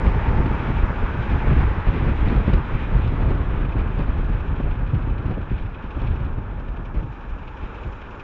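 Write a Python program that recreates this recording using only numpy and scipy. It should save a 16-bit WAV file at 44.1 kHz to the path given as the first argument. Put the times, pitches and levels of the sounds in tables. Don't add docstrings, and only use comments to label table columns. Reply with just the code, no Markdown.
import sys
import numpy as np
from scipy import signal
from scipy.fft import rfft, irfft, next_fast_len
from scipy.io import wavfile
from scipy.ndimage import uniform_filter1d

SR = 44100
rng = np.random.default_rng(int(sys.argv[2]) if len(sys.argv) > 2 else 0)


def transcribe(u):
    v = np.clip(np.atleast_2d(u).T, -1, 1)
    q = np.round(v * 32767).astype(np.int16)
    wavfile.write(sys.argv[1], SR, q)


N = 362941

# (frequency [Hz], density [dB per Hz])
LARGE_EDDIES = [(12, -31), (22, -0.5), (40, 2), (60, -2), (90, -11.5), (200, -47.5)]
# (frequency [Hz], density [dB per Hz])
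MIDDLING_EDDIES = [(40, -18.5), (72, 2), (110, -1), (150, -5.5), (220, -27), (400, -54)]
# (frequency [Hz], density [dB per Hz])
SMALL_EDDIES = [(90, -16), (170, -1.5), (250, -4), (400, -10), (600, -16.5), (1200, -25), (3000, -49.5),
                (6000, -86.5)]
# (time [s], large eddies [dB], middling eddies [dB], small eddies [dB])
WIND = [(0, -23, -27, -31), (.3, -24, -27, -31), (.62, -28, -28, -33), (1.15, -28.5, -30.5, -35),
        (1.45, -25, -30.5, -34), (1.72, -23, -29, -35), (1.83, -29, -34, -39), (1.95, -24, -30, -35),
        (2.3, -22.5, -27.5, -31), (2.58, -24, -28, -32), (2.66, -31, -33, -37), (2.77, -28, -33, -36),
        (2.86, -23.5, -33, -37), (3.1, -23, -25, -32.5), (3.6, -24, -27, -33.5), (4.45, -27, -32, -37.5),
        (4.7, -26, -29, -37), (5.3, -27.5, -30, -36), (5.48, -30.5, -31.5, -40), (5.7, -31, -35, -42),
        (5.79, -38, -43, -44), (5.93, -37, -41, -43), (6.0, -28, -31, -40), (6.25, -28, -31, -40),
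        (6.7, -32, -38, -41.5), (7.2, -37, -44.5, -46), (7.7, -35.5, -42.5, -44.5), (8.05, -37, -45, -46),
        (8.23, -40, -50, -46.5)]
# (start [s], length [s], large eddies [dB], middling eddies [dB], small eddies [dB])
BUFFETS = [(0.046, 0.065, -14.5, -30, -25.5), (0.137, 0.077, -25, -23.5, -43), (0.268, 0.07, -18, -25, -27),
           (0.352, 0.085, -18, -20.5, -29), (0.473, 0.1, -18.5, -35.5, -33),
           (0.675, 0.034, -18, -16, -26.5), (0.755, 0.05, -15.5, -25, -44), (0.834, 0.016, -10, -18, -26),
           (1.009, 0.056, -18.5, -39, -31), (1.179, 0.025, -25, -21.5, -40),
           (1.299, 0.076, -20.5, -20, -27), (1.466, 0.082, -18, -16.5, -28), (1.552, 0.096, -14, -25, -26),
           (1.638, 0.066, -17.5, -23.5, -32), (1.758, 0.042, -22, -24, -38),
           (1.862, 0.047, -14.5, -23.5, -28.5), (1.925, 0.091, -28, -25, -28.5),
           (2.028, 0.097, -21, -21.5, -27), (2.213, 0.069, -14.5, -35.5, -32.5),
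           (2.26, 0.11, -18.5, -41, -25.5), (2.354, 0.077, -17, -35, -30.5),
           (2.469, 0.048, -27.5, -22, -25.5), (2.529, 0.034, -12, -21, -28.5),
           (2.568, 0.033, -18, -20, -29), (2.724, 0.042, -16, -20, -37), (2.92, 0.082, -15, -22, -29),
           (3.046, 0.049, -27, -24, -41), (3.203, 0.042, -17, -27, -28), (3.258, 0.08, -19.5, -22.5, -30),
           (3.373, 0.026, -27, -19, -48), (3.497, 0.031, -19, -28, -39), (3.602, 0.047, -20, -21, -35),
           (3.772, 0.055, -18.5, -35, -30), (3.969, 0.07, -21.5, -25, -30), (4.064, 0.05, -16, -39, -31.5),
           (4.156, 0.099, -22, -30.5, -38), (4.289, 0.086, -24.5, -27.5, -43),
           (4.504, 0.028, -21, -18.5, -46), (4.63, 0.11, -21.5, -32, -38), (4.804, 0.054, -24.5, -33, -37),
           (4.925, 0.063, -27, -18, -37), (5.07, 0.094, -23.5, -36, -38.5), (5.254, 0.037, -23, -29, -31),
           (5.29, 0.052, -20.5, -24, -31), (5.514, 0.025, -16.5, -19, -31.5), (5.612, 0.064, -22, -35, -42),
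           (5.839, 0.053, -29.5, -33, -44), (5.957, 0.032, -22.5, -33, -37),
           (6.018, 0.041, -23, -20.5, -35), (6.065, 0.085, -20.5, -26.5, -39.5),
           (6.21, 0.07, -30, -28, -37.5), (6.298, 0.035, -23, -34, -45), (6.375, 0.023, -21, -33, -32.5),
           (6.48, 0.16, -32, -52, -41), (6.685, 0.057, -26, -40, -52), (6.772, 0.13, -32, -35.5, -46),
           (6.949, 0.06, -19, -33.5, -34), (7.006, 0.11, -37, -31.5, -51), (7.286, 0.062, -23, -57, -55),
           (7.626, 0.029, -23.5, -42, -35.5), (7.82, 0.11, -28.5, -38, -41.5)]
BUFFET_RISE_S, BUFFET_FADE_S = 0.041, 0.054

# (time [s], level [dB])
RUSH_LEVEL = [(0.03, -34), (.4, -33), (.87, -34.5), (1.63, -34), (2.0, -35.5), (2.31, -36), (2.7, -36.5),
              (3.6, -37.5), (4.5, -39), (4.7, -40), (5.7, -41.5), (6.05, -40), (6.56, -43.5), (7.1, -44.5),
              (7.7, -41.5), (8.2, -42)]
# (time [s], treble [dB], air hiss [dB], tyre hum [dB])
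SPEED_MIX = [(0, -16, -7.5, -2), (.8, -12.5, -10, -6), (2.2, -10, -8, -8.5), (3.3, -11, -11.5, -10),
             (4.5, -13, -15.5, -8.5), (6.0, -13, -16, -9), (7.1, -13, -23, -5.5), (8.2, -13, -14, -8)]
# (frequency [Hz], density [dB per Hz])
CABIN_BODY = [(60, -10), (200, -2.5), (450, -1), (700, -6.5), (900, -5.5), (1100, -2), (1500, -4),
              (1750, -8), (2000, -22.5), (2600, -38.5)]
# (frequency [Hz], density [dB per Hz])
CABIN_TREBLE = [(1700, -24.5), (2100, -5), (2350, 0.5), (2600, -1), (2800, -6), (3300, -9), (3900, -15.5),
                (4500, -31), (5600, -33), (6500, -37), (8000, -45.5), (9500, -57.5), (13000, -68.5)]
# (frequency [Hz], density [dB per Hz])
AIR_HISS = [(1200, -17.5), (1600, -2.5), (2000, -0.5), (2400, -7), (3500, -22.5), (5000, -32),
            (7500, -56.5)]
# (frequency [Hz], density [dB per Hz])
TYRE_HUM = [(740, -12.5), (820, -3.5), (900, -1), (980, -5.5), (1100, -25)]

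# (frequency [Hz], density [dB per Hz])
TOP_HISS = [(4000, -18.5), (4800, 3), (6000, -1.5), (7000, -11.5), (8500, -24), (10500, -32.5)]
# (time [s], level [dB])
TOP_HISS_LEVEL = [(0, -69), (.4, -69.5), (.8, -70.5), (1.5, -73.5), (2.2, -76), (2.7, -81.5), (3.6, -80.5),
                  (6.2, -87), (8.2, -82)]

# (time [s], level [dB])
WHISTLE_LEVEL = [(0, -84), (3.4, -88.5), (4.8, -92), (6.0, -94.5), (6.95, -92), (7.1, -88), (7.35, -86),
                 (7.75, -86), (7.86, -81), (7.96, -83), (8.03, -88), (8.2, -83)]
WHISTLE_HZ, WHISTLE_WIDTH_HZ = 6950, 240

# (frequency [Hz], density [dB per Hz])
GUST_ROAR = [(350, -9.5), (600, -2), (1200, -2), (2500, -9), (4000, -24), (6000, -43), (9500, -66.5)]
ROAR_DB, ROAR_AT_DB, ROAR_GROWTH = -40.5, -28.5, 1.2

# (time [s], thud peak before its low-pass [dB], treble reference [dB])
SLAPS = [(0.062, -8, -48), (0.284, -21, -51), (0.456, -8.5, -49), (0.508, -7.5, -60), (0.779, -16, -64),
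         (0.9, -12, -63), (1.359, -18, -58), (1.439, -10.5, -72), (1.527, -28, -51), (1.598, -29, -56),
         (1.868, -11, -52), (2.019, -10.5, -57), (2.254, -19, -52), (2.268, -24, -55), (2.282, -18, -48.5),
         (2.297, -20, -49), (2.323, -10, -55), (2.357, -8.5, -51), (2.383, -20.5, -54), (2.474, -4, -52),
         (2.485, -11, -67), (2.499, -13, -61), (2.532, -2.5, -41), (2.567, -14.5, -54), (2.745, -17, -62),
         (2.95, -16, -61), (3.074, -17, -53), (3.302, -10, -53), (3.345, -22, -52), (3.374, -22, -60),
         (3.4, -26, -65), (3.753, -10.5, -69.5), (3.987, -13.5, -54), (4.095, -29, -58), (4.291, -9.5, -56),
         (4.598, -11, -64), (4.944, -17, -62), (5.07, -11, -71), (5.261, -21, -61), (5.309, -17, -57.5),
         (5.368, -11, -76), (5.513, -14, -59), (5.836, -19, -61), (5.965, -15.5, -64), (6.014, -19, -54),
         (6.199, -15, -61), (6.372, -19, -67), (6.679, -30, -64), (6.944, -19, -71), (7.023, -18, -72),
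         (7.627, -27, -68), (7.861, -19, -58)]
# (frequency [Hz], density [dB per Hz])
SLAP_THUD = [(40, -21.5), (100, 0.5), (200, -8), (450, -23), (1000, -38.5), (2000, -48.5)]
# (frequency [Hz], density [dB per Hz])
SLAP_SPRAY = [(500, 17), (1500, 19.5), (3500, 5.5), (5000, -6), (7000, -26.5), (9000, -43.5)]

# (time [s], centre [Hz], level [dB])
SWEEP = [(.7, 1270, -54), (.95, 1397, -43.5), (1.2, 1523, -43.5), (1.4, 1685, -49), (1.6, 1720, -63)]
SWEEP_WIDTH_HZ = 190

# (time [s], turns so far [count])
TURNS = [(3.645, 0), (4.395, 10), (4.86, 16), (5.41, 23), (5.9, 29), (6.152, 32), (6.589, 37), (7.025, 42),
         (7.468, 47), (7.915, 52), (8.19, 55)]
# (time [s], bright peak [dB], dull knock peak [dB])
TICK_LEVEL = [(3.65, -69.5, -36), (4.5, -64.5, -40.5), (5.3, -74, -41), (6.099, -61.5, -38),
              (6.4, -72, -52.5), (7.0, -63, -44), (8.2, -58.5, -40)]
# (time [s], bright peak [dB], dull knock peak [dB])
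CLEAR_TICKS = [(6.592, -63, -44), (6.68, -65, -43), (6.76, -67, -42), (6.848, -60, -41), (6.939, -63, -43),
               (7.024, -66, -44), (7.117, -66, -52), (7.203, -66, -44), (7.292, -60, -45),
               (7.382, -66, -43), (7.471, -61, -36), (7.566, -61, -40), (7.652, -63, -56),
               (7.741, -60, -41), (7.828, -60, -37), (7.919, -58, -41), (8.011, -60, -39),
               (8.103, -60, -42), (8.192, -57, -36.5)]
# (frequency [Hz], level [dB], 60 dB decay [s])
TICK_DULL = [(2486, 2, 0.0072), (2950, -2.5, 0.0036), (3500, -14.5, 0.0036)]
# (frequency [Hz], level [dB], 60 dB decay [s])
TICK_BRIGHT = [(4700, -4, 0.003), (5200, -1, 0.004), (5600, -1, 0.004), (6200, -6, 0.003)]
TICK_SPREAD_DB, TICK_JITTER_S = 1.6, 0.002
RATTLE_UNDER_TICKS_DB = -8

CUTOFF_HZ = 12400


def from_db(db):
    return 10 ** (np.asarray(db) / 20)


def rms_one(x):
    return x / np.sqrt(np.mean(x ** 2) + 1e-20)


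def in_time(rows):
    s, *columns = np.transpose(rows)
    t = np.arange(N) / SR
    return [np.interp(t, s, column) for column in columns]


def drift(rate_hz):
    r = np.exp(-80 * np.pi * rate_hz / SR)
    coarse = rng.standard_normal(N // 40 + 2002)
    slow = signal.lfilter([1], [1, -2 * r, r * r], coarse)[2000:]
    return np.interp(np.arange(N) / 40, np.arange(len(slow)), rms_one(slow))


def turbulence(spectrum, lump_db, lump_hz, own_db):
    size = next_fast_len(N)
    hz = np.arange(1, size // 2 + 2) * SR / size
    point_hz, point_db = np.transpose(spectrum)
    colour_db = np.interp(np.log(hz), np.log(point_hz), point_db, left=-150, right=-150)
    noise = from_db(colour_db) * rfft(rng.standard_normal(size))
    lumps = lump_db * drift(lump_hz)
    lowest, highest = int(np.log2(point_hz[0])), int(np.log2(point_hz[-1])) + 1
    out = 0
    for octave in range(lowest, highest + 1):
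        window = np.cos(np.pi / 2 * np.clip(np.log2(hz) - octave, -1, 1)) ** 2
        band = irfft(noise * window, size)[:N]
        out = out + from_db(lumps + own_db * drift(lump_hz)) * band
    return rms_one(out)


def evened(x, evenness, span_s):
    span = max(round(span_s * SR), 1)
    power = uniform_filter1d(uniform_filter1d(x ** 2, span), span)
    strength = np.sqrt(np.abs(power) + 0.018)
    return rms_one(x / strength ** evenness)


def bursts(times, levels_db, rise_s, fall_s):
    marks = np.zeros(N)
    marks[np.round(np.asarray(times) * SR).astype(int)] = from_db(levels_db)
    t = np.arange(SR // 10) / SR
    shape = (1 - np.exp(-t / rise_s)) ** 2 * np.exp(-t / fall_s)
    return signal.fftconvolve(marks, shape / shape.max())[:N]


def buffets(levels_db):
    start, length = np.transpose(BUFFETS)[:2]
    t, out = np.arange(N) / SR, np.zeros(N)
    for s, d, gain in zip(start, length, from_db(levels_db)):
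        rise, fade = (t - s) / BUFFET_RISE_S, (s + d - t) / BUFFET_FADE_S
        inside = np.clip(np.minimum(rise, fade) + 0.5, 0, 1)
        out = np.maximum(out, gain * np.sin(np.pi / 2 * inside) ** 2)
    return out


def buffeting():
    large = turbulence(LARGE_EDDIES, lump_db=-1.5, lump_hz=12.0, own_db=1.9)
    middling = turbulence(MIDDLING_EDDIES, lump_db=3.5, lump_hz=22.0, own_db=1.5)
    small = turbulence(SMALL_EDDIES, lump_db=2.5, lump_hz=23.0, own_db=0.5)
    eddies = (evened(large, evenness=0.64, span_s=0.034),
              evened(middling, evenness=0.74, span_s=0.058),
              evened(small, evenness=0.54, span_s=0.037))
    out = 0
    for wind_db, buffet_db, noise in zip(in_time(WIND), np.transpose(BUFFETS)[2:], eddies):
        out = out + np.hypot(from_db(wind_db), buffets(buffet_db)) * noise
    return out


def rush():
    level_db, = in_time(RUSH_LEVEL)
    treble_db, hiss_db, hum_db = in_time(SPEED_MIX)
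    body = turbulence(CABIN_BODY, lump_db=0.86, lump_hz=19.0, own_db=-0.46)
    treble = turbulence(CABIN_TREBLE, lump_db=1.5, lump_hz=6.5, own_db=-0.9)
    hiss = turbulence(AIR_HISS, lump_db=1.0, lump_hz=5.5, own_db=1.0)
    hum = turbulence(TYRE_HUM, lump_db=1.0, lump_hz=19.0, own_db=0.5)
    flutter_db = 0.48 * drift(28.0)
    layers = body + from_db(treble_db) * treble + from_db(hiss_db) * hiss + from_db(hum_db) * hum
    return from_db(level_db + flutter_db) * layers


def top_hiss():
    level_db, = in_time(TOP_HISS_LEVEL)
    return from_db(level_db) * turbulence(TOP_HISS, lump_db=1.5, lump_hz=10.0, own_db=1.5)


def whistle():
    b, a = signal.iirpeak(WHISTLE_HZ, WHISTLE_HZ / WHISTLE_WIDTH_HZ, fs=SR)
    once = signal.lfilter(b, a, rng.standard_normal(N))
    tone = rms_one(signal.lfilter(b, a, once))
    level_db, = in_time(WHISTLE_LEVEL)
    return from_db(level_db + 1.5 * drift(25.0)) * tone


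def roar():
    small_db = np.transpose(BUFFETS)[4]
    small = buffets(small_db) / from_db(ROAR_AT_DB)
    noise = turbulence(GUST_ROAR, lump_db=1.8, lump_hz=30.0, own_db=0.6)
    return from_db(ROAR_DB) * small ** ROAR_GROWTH * noise


def slaps(crest_db=9.5, spray_over_treble_db=12.0, crack_over_treble_db=41.0, crack_late_s=0.006):
    s, peak_db, treble_db = np.transpose(SLAPS)
    thud_noise = turbulence(SLAP_THUD, lump_db=2.0, lump_hz=88.0, own_db=2.5)
    thud = bursts(s, peak_db - crest_db, rise_s=0.0033, fall_s=0.0067)
    thud = thud * evened(thud_noise, evenness=1.0, span_s=0.006)
    thud = signal.sosfilt(signal.butter(2, 2500, fs=SR, output="sos"), thud)

    spray_noise = turbulence(SLAP_SPRAY, lump_db=1.0, lump_hz=120.0, own_db=2.5)
    spray = bursts(s, treble_db + spray_over_treble_db, rise_s=0.002, fall_s=0.007)
    spray = spray * evened(spray_noise, evenness=0.65, span_s=0.0037)

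    clicks = np.zeros(N)
    at = ((s + crack_late_s) * SR).astype(int)
    clicks[at] = from_db(treble_db + crack_over_treble_db) * rng.choice([-1, 1], len(s))
    crack_band = signal.butter(2, [500, 1800], "band", fs=SR, output="sos")
    crack = signal.sosfilt(crack_band, clicks + 1e-18)
    crack = signal.sosfilt(signal.butter(4, 3500, fs=SR, output="sos"), crack)
    return thud + spray + crack


def sweep():
    centre_hz, level_db = in_time(SWEEP)
    low_pass = signal.butter(2, SWEEP_WIDTH_HZ / 2, fs=SR, output="sos")
    slow = signal.sosfilt(low_pass, rng.standard_normal((2, N)))
    phase = 2 * np.pi * np.cumsum(centre_hz) / SR
    return from_db(level_db) * rms_one(slow[0] * np.cos(phase) + slow[1] * np.sin(phase))


def ring(contacts, modes):
    out = 0
    for hz, db, t60 in modes:
        r, w = from_db(-60 / (t60 * SR)), 2 * np.pi * hz / SR
        mode = signal.lfilter([0, np.sin(w)], [1, -2 * r * np.cos(w), r * r], contacts + 1e-18)
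        out = out + from_db(db) * mode
    return out


def engine_ticks(crest_db=8.0, echo_db=-5.5, half_turn_s=0.041):
    when, turns = np.transpose(TURNS)
    chance = rng.standard_normal((int(turns[-1]) + 1, 3))
    s = np.interp(np.arange(len(chance)), turns, when) + TICK_JITTER_S * chance[:, 0]
    at, bright_db, dull_db = np.transpose(TICK_LEVEL)
    bright_db = np.interp(s, at, bright_db) + TICK_SPREAD_DB * chance[:, 1]
    dull_db = np.interp(s, at, dull_db) + TICK_SPREAD_DB * chance[:, 2]
    later_db = dull_db + echo_db
    for clear in CLEAR_TICKS:
        k = np.argmin(np.abs(s - clear[0]))
        s[k], bright_db[k], dull_db[k] = clear

    halfway = np.minimum(s + half_turn_s, (N - 1) / SR)
    knock_db = np.r_[dull_db, later_db] - crest_db
    knocks = bursts(np.r_[s, halfway], knock_db, rise_s=0.006, fall_s=0.008)
    ticks = bursts(s, bright_db - crest_db, rise_s=0.004, fall_s=0.009)
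    running = np.clip(np.arange(N) / SR - when[0], 0, 1)
    rattle_db = in_time(TICK_LEVEL)[0] - crest_db + RATTLE_UNDER_TICKS_DB
    rattle = running * from_db(rattle_db)

    contacts = from_db(1.2 * drift(90.0)) * rng.standard_normal((2, N))
    dull = ring(ring(contacts[0], [(2670, 0, 0.0012)]), TICK_DULL)
    dull = evened(rms_one(dull), evenness=0.6, span_s=0.004)
    bright = evened(rms_one(ring(contacts[1], TICK_BRIGHT)), evenness=0.6, span_s=0.004)
    soften = signal.butter(3, [2000, 6800], "band", fs=SR, output="sos")
    return signal.sosfilt(soften, knocks * dull + np.hypot(ticks, rattle) * bright)


def scene():
    wind = buffeting() + roar() + slaps()
    car = rush() + top_hiss() + whistle() + engine_ticks()
    return (wind + car + sweep())[None]


def record(dry):
    rounded = 0.91 * np.tanh(dry / 0.9)
    return signal.sosfilt(signal.cheby2(12, 70, CUTOFF_HZ, fs=SR, output="sos"), rounded)


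dry = scene()
out = record(dry)
transcribe(out)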